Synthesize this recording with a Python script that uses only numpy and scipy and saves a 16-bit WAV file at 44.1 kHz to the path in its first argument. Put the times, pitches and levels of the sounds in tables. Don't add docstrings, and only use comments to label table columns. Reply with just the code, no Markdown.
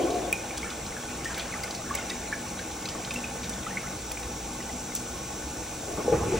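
import sys
import numpy as np
from scipy import signal
from scipy.fft import rfft, irfft, next_fast_len
from scipy.io import wavfile
from scipy.ndimage import uniform_filter1d, map_coordinates

SR = 44100
rng = np.random.default_rng(int(sys.argv[2]) if len(sys.argv) > 2 else 0)


def transcribe(signal):
    frames = np.atleast_2d(signal).T
    limited = np.clip(frames, -1, 1)
    pcm = np.round(limited * 32767).astype(np.int16)
    wavfile.write(sys.argv[1], SR, pcm)


N = 281799

# frequency in Hz, relative spectral level in dB.
PIPE_SPECTRUM = [(15, -19), (28, -3), (40, -5), (65, 1.5), (100, 0), (160, -5), (260, -7), (350, -16),
                 (600, -25)]
TRAP_SPECTRUM = [(120, -40), (172, -13), (188, 1), (203, -5), (228, -13), (242, 3.5), (252, -4), (270, -20),
                 (350, -45)]
WASH_SPECTRUM = [(150, -33), (330, -4), (500, -1), (620, 1.5), (860, 0.5), (980, -6.5), (1300, -7.5),
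                 (1900, -16), (2400, -7), (3100, -14.5), (4500, -18.5), (9000, -56)]
FILL_SPECTRUM = [(1200, -35), (1400, -12), (1480, 1), (1560, -13), (1750, -34)]
VALVE_SPECTRUM = [(1500, -25), (3000, -11.5), (3700, -7.5), (4500, -10), (5000, -8), (5300, -5.5),
                  (5620, -.5), (6100, -.5), (6700, -3), (7300, -1), (7950, -1), (8600, -5), (10300, -3.3),
                  (12000, -7.5), (15600, -9)]
RUB_SPECTRUM = [(60, -56), (170, -22), (260, -3.5), (400, 2.5), (560, -3), (760, -6), (900, -17),
                (1100, -12), (1300, -46), (2400, -23), (5000, -33)]
RUMBLE_SPECTRUM = [(20, -12), (60, 8.5), (120, 5), (300, 3.5), (560, 0.5), (700, -7), (1200, -9),
                   (1800, -17.5), (2500, -16.5), (4000, -45), (9000, -30), (15000, -46)]
SCRAPE_SPECTRUM = [(600, -36), (1200, -16), (2600, 0), (4200, -15), (8000, -7), (14000, -47)]
SLOSH_SPECTRUM = [(400, -48), (1000, -5), (1600, -3), (2200, 1.5), (3100, -3.5), (3900, -5), (5500, -13.5),
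                  (9000, -1.5), (15000, -58)]
# centre in Hz, width in Hz, lift in dB.
PLUMBING_MODES = [(59.4, 14, 9), (121.5, 6.7, 6.5), (142.5, 6.6, 11), (198, 26, 3), (290.5, 13, 11.5),
                  (312.9, 14.4, 13.5), (337.2, 11, 8), (367, 21, 7), (442, 16, 7), (472.6, 11, 7),
                  (497, 18, 6.5), (552, 11, 6), (602, 36, -3), (805, 33, 5), (865, 16, 5), (1092, 35, 8.5),
                  (1146, 31, 2), (1490, 95, 9.5), (1753, 29, 7), (2120, 72, 3), (3600, 250, 1.5),
                  (5500, 260, 1.5), (5930, 520, 3.5), (6930, 120, 4.5), (7450, 130, 5)]
CASE_MODES = [(337, 80, 4.4), (716, 79, 9.2), (1120, 39, 7.8)]
PRESSED_CASE_MODES = [(367, 110, 2), (470, 55, 6.3), (840, 58, 14), (1100, 60, 6)]
# time in seconds, level in dB.
TRAP_LEVELS = [(0.4, -47.5), (1.0, -45.5), (1.6, -46), (2.2, -45), (2.7, -46.5), (3.7, -41.5), (4.1, -50.5),
               (4.65, -45), (5.1, -47.5), (5.9, -48.5)]
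# frequency in Hz, t60 (time to fall 60 dB) in seconds.
ROOM_T60 = [(200, 0.68), (2000, 0.25), (6000, 0.56), (14000, 0.05)]
# frequency in Hz, correlation.
COHERENCE = [(130, .999), (290, 0.98), (500, 0.79), (750, 0.57), (1100, 0.65), (1500, 1), (2200, 1),
             (3100, 0.34), (3900, 0.81), (4900, 0.65), (5700, 0.87), (8700, 0.59), (10500, 1), (13000, 1),
             (15500, 1)]
# frequency in Hz, lead of the right one in radians.
PHASE_LEAD = [(5000, 0), (5500, .45), (6300, .7), (8000, 1.7), (10300, 3.1), (13500, 3.2), (15700, 4.5)]
# start and length in seconds, rub and rumble levels in dB.
FINGER_SLIDES = [(-.01, 0.067, -26.5, -65), (0.08, 0.096, -28.5, -61), (0.206, 0.075, -32.5, -55),
                 (5.87, 0.1, -39, -50), (5.97, 0.025, -35, -31), (6.044, 0.064, -45, -32.5),
                 (6.121, 0.036, -38, -23), (6.176, 0.064, -44, -28.5), (6.25, 0.16, -36.5, -32)]
# start in seconds, relative level in dB, pitch in Hz, t60 in seconds.
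FINGER_BUMPS = [(0.039, -15.5, 355, 0.14), (0.146, -20, 713, 0.31), (6.0796, -8, 475, 0.052),
                (6.094, -14.5, 499, 0.22), (6.1188, -10.5, 460, 0.056), (6.13, -22, 831, 0.2),
                (6.138, -24.5, 134, 0.2), (6.143, -16.5, 458, .1), (6.255, -21, 109, 0.18),
                (6.297, -19, 378, 0.092), (6.321, -15.5, 368, 0.15), (6.339, -15.5, 456, 0.16),
                (6.343, -26.5, 862, 0.11)]
# fastest moment in seconds, relative level in dB, half length in seconds.
HAND_SWEEPS = [(0.052, -44, 0.23), (0.617, -44, 0.14), (1.394, -42, 0.29), (2.102, -44, 0.34),
               (3.075, -45, 0.27), (3.707, -44.5, 0.18)]
# start in seconds, relative level in dB, spray centre in Hz,
# spray t60 in seconds, pitch of the main bubble in Hz.
WATER_SLAPS = [(0.103, -30, 4250, .04, 3740), (0.574, -24.5, 6660, 0.038, 3300),
               (0.7016, -29.5, 3490, .03, 3470), (0.862, -31.5, 4800, 0.046, 4060),
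               (1.244, -26.5, 5700, .05, 2860), (1.305, -33, 1207, 0.13, 1200),
               (1.343, -29.5, 3920, 0.038, 3770), (1.374, -32, 2160, .08, 2260),
               (1.3942, -27.5, 4750, 0.061, 4150), (1.396, -29.5, 3050, 0.054, 3200),
               (1.634, -22, 7300, 0.039, 4700), (1.7075, -26.5, 5300, 0.023, 4620),
               (1.748, -24.5, 6100, 0.039, 4390), (1.94, -31, 2420, 0.035, 2200),
               (1.95, -18, 8300, 0.028, 7720), (1.973, -32, 2480, 0.094, 2480),
               (2.098, -23.5, 3750, 0.033, 3700), (2.589, -31.5, 2660, .06, 3830),
               (2.712, -33.5, 4100, .02, 4120), (2.822, -35, 5200, 0.035, 4900),
               (2.855, -25.5, 3640, 0.03, 3920), (2.886, -27.5, 3580, 0.07, 4500),
               (3.0475, -27, 3800, 0.018, 4060), (3.1065, -27, 3270, 0.043, 3600),
               (3.137, -25, 8700, 0.061, 3520), (3.429, -31.5, 2960, 0.12, 4570),
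               (3.494, -23, 8600, .022, 8100), (4.111, -33, 2430, 0.027, 2400),
               (4.117, -20, 10460, 0.019, 10800), (4.229, -31.5, 3830, 0.02, 3720),
               (4.609, -43, 1900, .02, 1870), (4.625, -34, 2990, 0.029, 2900),
               (4.9592, -23.5, 6370, 0.064, 5730)]
# start in seconds, relative level in dB, centre in Hz,
# t60 in seconds.
DROP_SNAPS = [(0.3268, -5.5, 11600, 0.011), (.5794, -21, 7450, .014), (.6193, -27, 7000, 0.011),
              (.648, -31, 8000, .012), (1.3796, -18, 13000, 0.013), (1.9518, -13, 10500, .012),
              (2.095, -29, 5600, .008), (2.8544, -30, 3600, .016), (2.889, -27, 4600, .014),
              (3.05, -30, 3900, 0.011), (3.159, -29, 5000, .012), (3.4988, -22, 8500, 0.017),
              (4.171, -27, 13500, .01), (4.198, -21, 9300, 0.0096), (4.9505, -11, 10100, 0.019),
              (4.963, -25, 5800, .012)]
# start in seconds, relative level in dB, pitch in Hz, octaves risen per t60.
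LARGE_BUBBLES = [(0.327, -14, 2410, 0.16), (0.5068, -28, 2330, 0.11), (0.6298, -26.5, 2180, 0.11),
                 (.641, -31, 2270, 0.11), (.643, -32, 1350, 0.18), (.812, -36.5, 2080, 0.17),
                 (.922, -33, 2060, .2), (0.966, -31, 1670, .15), (1.255, -22, 1810, .1),
                 (1.303, -31, 1600, 0.18), (1.37, -37, 1880, .1), (1.5226, -30, 2180, .1),
                 (1.538, -29, 2020, 0.083), (1.56, -33.5, 1286, .2), (1.6368, -28, 2090, .1),
                 (1.677, -38, 1750, .1), (1.9, -30, 1680, 0.082), (1.9073, -20.5, 1107, 0.39),
                 (1.953, -26.5, 2000, 0.97), (1.9845, -27.5, 2090, 0.091), (1.986, -32, 1390, 0.22),
                 (2.11, -30, 1930, 0.12), (2.3261, -17.5, 1710, 0.092), (2.332, -26, 2260, .2),
                 (2.591, -30, 1500, 0.57), (2.949, -33.5, 1115, 0.16), (3.1072, -25.5, 2480, .2),
                 (3.159, -24, 2630, 0.16), (3.2406, -23, 2450, 0.27), (3.661, -35, 1950, .2),
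                 (3.6654, -23.5, 1212, 0.83), (3.706, -32, 1800, .2), (3.7705, -18.5, 2066, 0.55),
                 (3.838, -33, 1274, 0.42), (3.87, -35, 2020, 0.22), (4.171, -27.5, 2350, 0.16),
                 (4.602, -36, 1950, 0.22), (4.693, -33, 1980, .1), (4.919, -34, 2020, 0.47)]

TOP_HZ = 15800


def amp(db):
    return 10 ** (np.asarray(db) / 20)


def unit(x):
    return x / np.sqrt(np.mean(x ** 2) + 1e-20)


def along(points, hz):
    point_hz, values = np.transpose(points)
    return np.interp(np.log(hz + 1), np.log(point_hz + 1), values)


def wobble(rate_hz):
    knots = rng.standard_normal(int(N * rate_hz / SR) + 4)
    return map_coordinates(knots, [np.arange(N) * rate_hz / SR])


def filtered(x, response):
    length = x.shape[-1]
    padded = next_fast_len(length + 8192)
    return irfft(rfft(x, padded) * response(np.fft.rfftfreq(padded, 1 / SR)), padded)[..., :length]


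def add(track, start, sound):
    part = track[max(round(start * SR), 0):][:len(sound)]
    part += sound[:len(part)]


def rush(spectrum, patchy_db, modes=()):
    def response(hz):
        lift_db = sum(db / (1 + (2 * (hz - centre) / width) ** 2) for centre, width, db in modes)
        angle = np.arccos(np.clip(along(COHERENCE, hz), -1, 1)) / 2
        return amp(along(spectrum, hz) + lift_db) * [np.cos(angle), np.sin(angle)]

    cells = signal.stft(rng.standard_normal((2, N)), nperseg=512)[2]
    patches = uniform_filter1d(rng.standard_normal(cells.shape[1:]), size=5, axis=0)
    patches = unit(uniform_filter1d(patches, size=7, axis=1))
    pair = signal.istft(cells * amp(patchy_db * patches), nperseg=512)[1][:, :N]
    mid, side = filtered(pair, response)
    return unit(np.array([mid + side, mid - side]))


def ring(hz, t60, rise, attack):
    t = np.arange(int(1.5 * t60 * SR) + 2) / SR
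    phase = 2 * np.pi * np.cumsum(hz * 2 ** (rise * t / t60)) / SR
    envelope = np.exp(-np.log(1000) * t / t60) * (1 - np.exp(-t / attack))
    return envelope / envelope.max() * np.sin(phase)


def running_water():
    t = np.arange(N) / SR
    drone = amp(-42.5) * rush(PIPE_SPECTRUM, patchy_db=1, modes=PLUMBING_MODES)
    trap = amp(np.interp(t, *np.transpose(TRAP_LEVELS))) * rush(TRAP_SPECTRUM, patchy_db=1.5)
    wash = amp(-39.5 - 0.1867 * t) * rush(WASH_SPECTRUM, patchy_db=1.5, modes=PLUMBING_MODES)
    left_alone = np.clip((t - 4.56) / 0.4, 0, 1)
    singing = amp(-56) * left_alone * rush(FILL_SPECTRUM, patchy_db=1)
    hiss = amp(-41 + 0.3049 * t) * rush(VALVE_SPECTRUM, patchy_db=1, modes=PLUMBING_MODES)
    return drone + trap + wash + singing + hiss


def tile_echo(x):
    hz, t, cells = signal.stft(rng.standard_normal((2, SR // 2)), SR, nperseg=256)
    decay = np.exp(-np.log(1000) * t / along(ROOM_T60, hz)[:, None])
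    mid, side = signal.istft(cells * decay, SR, nperseg=256)[1]
    tail = np.array([mid + 0.054 * side, mid - 0.16 * side])
    delayed = np.pad(x, (SR // 250, 0))
    return signal.fftconvolve(delayed[None], tail / np.linalg.norm(tail[0]), axes=1)[:, :N]


def slide(start, length, attack_s=0.0043, fade_db_per_s=171):
    t = np.arange(N) / SR - start
    return np.clip(t / attack_s, 0, 1) * amp(-fade_db_per_s * np.maximum(t - length, 0))


def camera_handling():
    slides = [np.outer(amp([rub_db, rumble_db]), slide(start, length))
              for start, length, rub_db, rumble_db in FINGER_SLIDES]
    rubbing, pressing = np.max(slides, axis=0)
    rub = rubbing * amp(0.23 * wobble(70)) * rush(RUB_SPECTRUM, patchy_db=-0.5, modes=CASE_MODES)
    rumble = pressing * rush(RUMBLE_SPECTRUM, patchy_db=3, modes=PRESSED_CASE_MODES)
    scrape_db = -36 - 122 * np.abs(np.arange(N) / SR - 6.38)
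    scrape = amp(scrape_db) * rush(SCRAPE_SPECTRUM, patchy_db=-2.5)
    knocks = np.zeros(N)
    for start, db, hz, t60 in FINGER_BUMPS:
        add(knocks, start, amp(db - 7) * ring(hz, t60, rise=0, attack=0.0017))
    return (rub + knocks) * amp([[1], [-1]]) + rumble + scrape


def bubbles(count, pitch_hz, octaves, cycles, size_db):
    cloud = np.zeros(N)
    for when, size, draw_a, draw_b in rng.random((count, 4)):
        hz = min(pitch_hz * 2 ** (octaves * (draw_a + draw_b - 1)), TOP_HZ)
        gain = amp(size_db * min(-np.log(1 - size), 4))
        add(cloud, when * N / SR, gain * ring(hz, cycles / hz, rise=0.12, attack=1 / hz))
    return unit(cloud)


def sloshing(rest_db=-52):
    t = np.arange(N) / SR
    sweep_power = sum(amp(db) ** 2 * np.exp(-((t - fastest) / half_length) ** 2)
                      for fastest, db, half_length in HAND_SWEEPS)
    surge = np.sqrt(amp(rest_db) ** 2 + sweep_power) * amp(0.75 * wobble(20.95))
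    churn = amp(-3) * rush(SLOSH_SPECTRUM, patchy_db=7, modes=PLUMBING_MODES)
    gurgle = amp(-7.5) * bubbles(count=1000, pitch_hz=1900, octaves=1.1, cycles=32, size_db=2.7)
    crackle = amp(-14) * bubbles(count=700, pitch_hz=5000, octaves=1.2, cycles=40, size_db=4)
    return surge * (churn + gurgle + crackle)


def spray(centre_hz, octaves, t60, spiky_db):
    t = np.arange(SR // 5) / SR
    drops = rng.standard_normal(len(t)) * amp(spiky_db * rng.standard_normal(len(t)))
    band = filtered(drops, lambda hz: 1 / np.sqrt(1 + (np.log2((hz + 1) / centre_hz) / octaves) ** 4))
    return unit(band) * np.exp(-np.log(1000) * t / t60) * (1 - np.exp(-t / (0.04 * t60)))


def splashes(octaves=0.89):
    track = np.zeros(N)
    for start, db, centre_hz, t60, bubble_hz in WATER_SLAPS:
        add(track, start, amp(db - 3.5) * spray(centre_hz, octaves, t60, spiky_db=6))
        detuning = 1 + np.log2(bubble_hz / centre_hz) ** 2
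        main_bubble = ring(bubble_hz, t60=68 / bubble_hz, rise=0.12, attack=0.003)
        add(track, start, amp(db - 7.5) / detuning * main_bubble)
        for delay, step in rng.random((6, 2)):
            hz = min(centre_hz * 2 ** (1.4 * octaves * (step - 0.5)), TOP_HZ)
            faint_bubble = ring(hz, t60=70 / hz, rise=0.12, attack=4 / hz)
            add(track, start + 0.3 * t60 * delay, amp(db - 11 - 6 * delay) * faint_bubble)
    return track


def snaps():
    track = np.zeros(N)
    for start, db, centre_hz, t60 in DROP_SNAPS:
        crack = spray(centre_hz, octaves=0.6, t60=t60, spiky_db=2)
        tail = amp(-29) * spray(centre_hz, octaves=0.8, t60=0.06, spiky_db=2)
        add(track, start, amp(db - 4) * (crack + tail))
    return track


def plops(cycles=69):
    track = np.zeros(N)
    for start, db, hz, rise in LARGE_BUBBLES:
        add(track, start, amp(db - 3.5) * ring(hz, cycles / hz, rise, attack=0.0016))
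        squelch_db = db - 12 + 0.3 * max(-22 - db, 0)
        add(track, start, amp(squelch_db) * spray(hz, octaves=0.22, t60=0.038, spiky_db=3))
        for delay, step in rng.random((3, 2)):
            shed_bubble = ring(hz * 2 ** (0.56 * step - 0.2), t60=0.022, rise=0.63, attack=0.002)
            add(track, start + 0.016 * delay, amp(db - 27) * shed_bubble)
    return track


def scene():
    stirred = plops() + splashes() + snaps() + sloshing()
    echo = amp(-10) * tile_echo(stirred.mean(axis=0))
    water = running_water() + stirred + echo
    return water * amp([[0.15], [-0.15]]) + camera_handling()


def record(dry):
    left_right = np.array([[-1], [1]])
    return filtered(dry, lambda hz: np.exp(0.5j * along(PHASE_LEAD, hz) * left_right) * (hz < TOP_HZ))


dry = scene()
out = record(dry)
transcribe(out)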